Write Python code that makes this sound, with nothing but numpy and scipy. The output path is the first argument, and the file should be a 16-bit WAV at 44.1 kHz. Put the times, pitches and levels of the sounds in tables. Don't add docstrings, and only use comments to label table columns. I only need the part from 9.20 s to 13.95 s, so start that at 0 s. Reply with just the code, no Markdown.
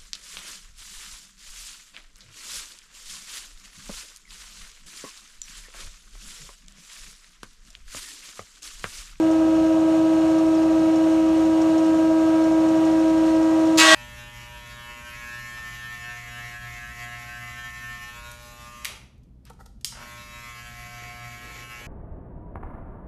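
import sys
import numpy as np
from scipy import signal
from scipy.fft import rfft, irfft, next_fast_len
from scipy.io import wavfile
from scipy.ndimage import uniform_filter1d, map_coordinates

SR = 44100
rng = np.random.default_rng(int(sys.argv[2]) if len(sys.argv) > 2 else 0)


def output_pcm(signal):
    pcm = np.clip(np.atleast_2d(signal).T, -1, 1) * 32767
    wavfile.write(sys.argv[1], SR, np.round(pcm).astype(np.int16))


def decibels_to_gain(level_db):
    exponent = np.asarray(level_db, float) / 20
    return 10 ** exponent


N = 209386
TIME = np.arange(N) / SR

CHAIN_HZ = 12.1555
BITE_S = 4.5725
APART_S = 0.01

# (time [s], board covers the mouth [0 to 1], leans [-1 in to 1 back])
BOARD = [
    (0, 0.03, 0.24),
    (1.5, 0.12, -0.2),
    (2.1, 0.3, -1.2),
    (2.45, 0.5, -.5),
    (2.9, .9, .8),
    (3.2, 1, 0.77),
    (3.6, 0.9, -0.3),
    (4.55, 1.1, 0.42),
]


def unit(x):
    return x / np.sqrt(np.mean(x ** 2) + 1e-20)


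def curves(rows):
    s, *cols = np.transpose(rows)
    return [np.interp(TIME, s, c) for c in cols]


def wobble(rate):
    steps = np.arange(0, N + 16, 16)
    knots = rng.standard_normal(int(N * rate / SR) + 4)
    return np.interp(np.arange(N), steps, map_coordinates(knots, [steps * rate / SR]))


def settled(start_s, time_s):
    return 1 - np.exp(-np.maximum(TIME - start_s, 0) / time_s)


def filtered(x, response):
    m = next_fast_len(N + 8192)
    return irfft(rfft(x, m) * response(np.fft.rfftfreq(m, 1 / SR)), m)[:N]


def resonant(x, modes):
    def response(f):
        total = 0
        for k, (hz, width, db) in enumerate(modes):
            total = total + (-1) ** k * decibels_to_gain(db) * 1j * f * width / (hz * hz - f * f + 1j * f * width)
        return total
    return filtered(x, response)


def hiss(spectrum, patchy_db):
    z = signal.stft(rng.standard_normal(N + 512), nperseg=512)[2]
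    patches = uniform_filter1d(rng.standard_normal(z.shape), size=6, axis=0)
    patches = uniform_filter1d(patches, size=10, axis=1)
    white = signal.istft(z * decibels_to_gain(patchy_db * unit(patches)), nperseg=512)[1][:N]
    f, db = np.transpose(spectrum)
    return unit(filtered(white, lambda hz: decibels_to_gain(np.interp(np.log(hz + 1), np.log(f + 1), db))))


def tone(turns, db):
    return np.sqrt(2) * decibels_to_gain(db) * np.cos(2 * np.pi * turns)


def head_strokes():
    return 0.48 + np.cumsum(320.87 - 1.4 * settled(4.635, 0.04)) / SR


def whine(strokes):
    # (level [dB], gain under the board [dB], gain by leaning [dB], unsteadiness [dB])
    orders_db = [(-17.5, 0, 0, 0.11), (-30, 0, 1.5, 1), (-39, 4, 0, 0.1), (-43.5, -1.5, 2, 1.2),
                 (-50.5, 3, 3, 1.4), (-67, 10, -2, 4.5), (-63, 0, -1.5, 4), (-58, -3, -1, 2),
                 (-56.5, -9, -1, 3)]
    cover, lean = curves(BOARD)
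    orders = []
    for k, (db, cover_db, lean_db, sway_db) in enumerate(orders_db):
        sway = sway_db * wobble(25 if k < 5 else 6)
        level_db = db + cover_db * cover + lean_db * lean + sway
        orders.append(tone((k + 1) * strokes - 0.076 * k * k, level_db))
    pulley_turns = 17.055 * TIME + 0.2 + 0.14 * lean
    throb_db = 4.4 + 1.2 * lean - 1.5 * cover + 0.4 * wobble(14)
    orders[1] = orders[1] * unit(decibels_to_gain(throb_db * np.cos(2 * np.pi * pulley_turns)))
    return sum(orders)


def drive():
    # (frequency [Hz], level [dB], unsteadiness [dB])
    gear_tones = [(537.4, -36.5, 1), (548.6, -53.5, -0.5), (290.5, -48.5, 4.5), (1070, -59.5, 1.5),
                  (1172, -58.5, 6), (1614, -58, 1), (61.3, -57.5, 1.5), (117.6, -55.5, -2), (184, -59, 2)]
    # (multiple of the link rate [1], level [dB])
    chain_knock = [(7, -54), (8, -56), (11, -51), (13, -57), (14, -48), (15, -55), (16, -55), (19, -56),
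                   (20, -56), (22, -57), (27, -59), (32, -57),
                   (45, -54), (52, -55), (56, -58), (59, -56), (60, -57), (61, -58), (62, -54), (63, -53),
                  (66, -60), (69, -57), (72, -61), (73, -58)]
    gears = sum(tone(hz * TIME + rng.random(), db + sway_db * wobble(9.4)) for hz, db, sway_db in gear_tones)
    chain = sum(tone(k * CHAIN_HZ * TIME + rng.random(), db + 1.5 * wobble(3.7))
                for k, db in chain_knock)
    beat = np.cos(np.pi * 1.1 * (TIME - 0.38))
    return gears + chain + beat * tone(60.24 * TIME, -48 + 0.8 * wobble(5.7))


def roar():
    # (frequency [Hz], density [dB per Hz])
    low_roar = [(20, -28), (44, -23), (70, -8), (140, -9), (185, -8), (230, -8), (385, -1.5), (430, -10.5),
                (620, -3), (800, -4.5), (880, -9.5), (1180, -10), (1400, -19.5), (1900, -49.5)]
    # (frequency [Hz], density [dB per Hz])
    high_roar = [(820, -22.5), (1500, -5), (1800, -8.5), (2250, -9.5), (2850, -8), (3300, -11.5),
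                 (4410, -13), (4830, -18.5), (5300, -15.5), (6700, -15), (8500, -19.5), (10500, -27.5),
                 (13300, -32.5), (15600, -43)]
    # (frequency [Hz], width [Hz], level [dB])
    bearings = [(5250, 70, -0.5), (5570, 70, -2.5), (6680, 90, -1), (13300, 250, -15.5)]
    cover = curves(BOARD)[0]
    body = decibels_to_gain(-35 + 0.54 * wobble(8.2)) * hiss(low_roar, patchy_db=1.17)
    whistle = decibels_to_gain(-60) * unit(resonant(rng.standard_normal(N), bearings))
    air = decibels_to_gain(-42.5 + 0.8 * cover + 0.5 * wobble(12)) * hiss(high_roar, patchy_db=0.4)
    return body + whistle + air


def clanks():
    loose = [21, 29, 31, 48]
    slack = [1, 14, 16, 17, 33, 39, 40, 42, 44, 51, 53]
    rebounds = [5.27, 31.78, 42.83, 44.77, 45.77, 46.8, 50.24, 53.8]
    # (frequency [Hz], width [Hz], level [dB])
    link_ring = [(3180, 390, -11.5), (5300, 340, 0), (5800, 460, -2), (6730, 420, -2.5),
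                 (8500, 1500, -15.5)]
    links = [(k, -30.5 if k in loose else -34.5 if k in slack else -39.5) for k in range(57)]
    links += [(k, -36) for k in rebounds]
    t = np.arange(SR // 20) / SR
    blows = np.zeros(N + SR)
    for k, db in links:
        start = round((0.028 + k / CHAIN_HZ) * SR)
        envelope = decibels_to_gain(db + rng.normal(0, 1) - 60 * t / 0.071) * (1 - np.exp(-t / 0.0017))
        blows[start:][:len(t)] += envelope * rng.standard_normal(len(t))
    return decibels_to_gain(7) * resonant(blows[:N], link_ring)


def chip_pings():
    # (time [s], frequency [Hz], peak level [dB])
    chips = [
        (1.332, 3300, -38),
        (1.375, 5030, -36),
        (1.381, 4600, -38),
        (4.557, 7000, -34),
    ]
    t = np.arange(SR // 20) / SR
    pings = np.zeros(N + SR)
    for s, hz, db in chips:
        envelope = decibels_to_gain(db - 60 * t / 0.041) * (1 - np.exp(-t / 0.002))
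        pings[round(s * SR):][:len(t)] += envelope * np.sin(2 * np.pi * hz * t)
    return pings[:N]


def dust_puff():
    swell = np.exp(-((TIME - 1.57) / 0.025) ** 2)
    high = filtered(rng.standard_normal(N), lambda hz: 1 / (1 + (12500 / (hz + 1)) ** 10))
    return decibels_to_gain(-66) * swell * unit(high)


def edge_strikes(contact, force):
    knife_db = [-1, 1.5, -5, -4.5]
    # (frequency [Hz], width [Hz], level [dB])
    edge_ring = [(2620, 350, -3.5), (4000, 530, -2), (5160, 360, -2.5), (6250, 650, -5.5), (7300, 370, -1),
                 (8100, 340, -7.5), (9500, 1100, -14.5), (12000, 2000, -23.5)]
    knife = np.floor(contact).astype(int)
    hits = np.diff(knife, prepend=0) * decibels_to_gain(np.take(knife_db, knife % 4) + 1.5 * wobble(300))
    t = np.arange(SR // 30) / SR
    decay = decibels_to_gain(-60 * t / 0.0051) + decibels_to_gain(-21.5 - 60 * t / 0.031)
    scrape = rfft(decay * rng.standard_normal(len(t)))
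    colour = np.sqrt(uniform_filter1d(np.abs(scrape) ** 2, size=9))
    scrape = irfft(scrape / colour, len(t))
    return resonant(signal.fftconvolve(hits * decibels_to_gain(34.5) * force, scrape)[:N], edge_ring)


def board_song(strokes):
    # (multiple of the knife rate [1], level on the edge [dB], level on the face [dB])
    whole = [(2, -16, 0), (3, -2, -18.5), (4, -4, -31.5), (5, -7, -4), (6, -5, 1.5), (7, -5, -18),
             (8, -2.5, -11.5), (9, -7, -10.5), (10, -17, -10.5), (11, -18, -15), (12, -5, -27.5),
             (13, -8, -28), (14, -12, -26.5), (25, -21.5, -17.5)]
    # (multiple of the knife rate [1], level on the edge [dB], level on the face [dB])
    half = [(2.5, -19, -16.5), (3.5, -9.5, -3.5), (4.5, -20, -22.5), (5.5, -21.5, -27.5), (6.5, -18, -22),
            (7.5, -20.5, -18), (8.5, -7.5, -15), (9.5, -18.5, -19), (11.5, -13, -26), (12.5, -11, -21.5),
            (13.5, -18.5, -14.5)]
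    on_face = 0.5 + 0.5 * np.tanh((TIME - 4.648) / (2 * 0.015))
    chatter_db = 3.5 * np.cos(2 * np.pi * 24 * (TIME - 4.685))
    song = np.zeros(N)
    for k, edge_db, face_db in whole + half:
        change_db = face_db - edge_db - 1.5 + chatter_db * 4 / k ** 2
        level_db = edge_db - 19 + on_face * change_db + 1.7 * wobble(60)
        song += tone(k * strokes + rng.random(), level_db)
    return song


def tearing(contact, apart):
    # (frequency [Hz], density [dB per Hz])
    tear_edge = [(60, -28.5), (400, -21), (900, -16), (1500, -9), (2600, -8), (4000, -8), (5000, -9),
                 (7200, -8), (9000, -14.5), (12000, -26), (15600, -37)]
    # (frequency [Hz], density [dB per Hz])
    tear_face = [(60, -26), (400, -20), (700, -9.5), (1200, -6.5), (1800, -6), (2500, -14), (3500, -5.5),
                 (4800, -13.5), (6500, -12.5), (7600, -22), (8050, -12.5), (9000, -25), (12000, -34),
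                 (15600, -45)]
    dull = settled(BITE_S + 2 * APART_S, 0.05)
    tear = np.sqrt(1 - dull) * hiss(tear_edge, patchy_db=0.5) + np.sqrt(dull) * hiss(tear_face, patchy_db=0.8)
    burst = unit(np.exp(-3 * (contact % 1)))
    return ((1 - apart) + apart * burst) * tear


def cut(strokes):
    contact = strokes + 0.7
    growth = (TIME > BITE_S) * settled(BITE_S, 0.012)
    level = growth * decibels_to_gain(-11.5 + 0.6 * wobble(30))
    apart = 1 - 0.9 * settled(BITE_S + APART_S, 0.022)
    swell = 1 - 0.78 * apart
    song = decibels_to_gain(15) * swell * board_song(strokes)
    tear = decibels_to_gain(-5) * tearing(contact, apart)
    return edge_strikes(contact, level * apart) + level * (song + tear)


def scene():
    strokes = head_strokes()
    machine = whine(strokes) + drive() + roar() + clanks() + chip_pings()
    duck = decibels_to_gain(-5 * settled(4.59, 0.03))
    return (duck * machine + dust_puff() + cut(strokes))[None]


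def low_pass(x):
    return signal.sosfilt(signal.butter(12, 15700, fs=SR, output="sos"), x)


def record(dry):
    # (frequency [Hz], width [Hz], level [dB])
    dips = [(1027, 90, -1.5), (7600, 200, -2.5), (10600, 230, -3), (12400, 150, -2)]
    x = filtered(dry[0], lambda hz: decibels_to_gain(sum(db * np.exp(-((hz - c) / w) ** 2) for c, w, db in dips)))
    x = x / (1 + np.abs(x / 0.74) ** 6) ** (1 / 6)
    x = filtered(x, lambda hz: hz < 15750)[None]
    return low_pass(x)


dry = scene()
out = record(dry)
output_pcm(out)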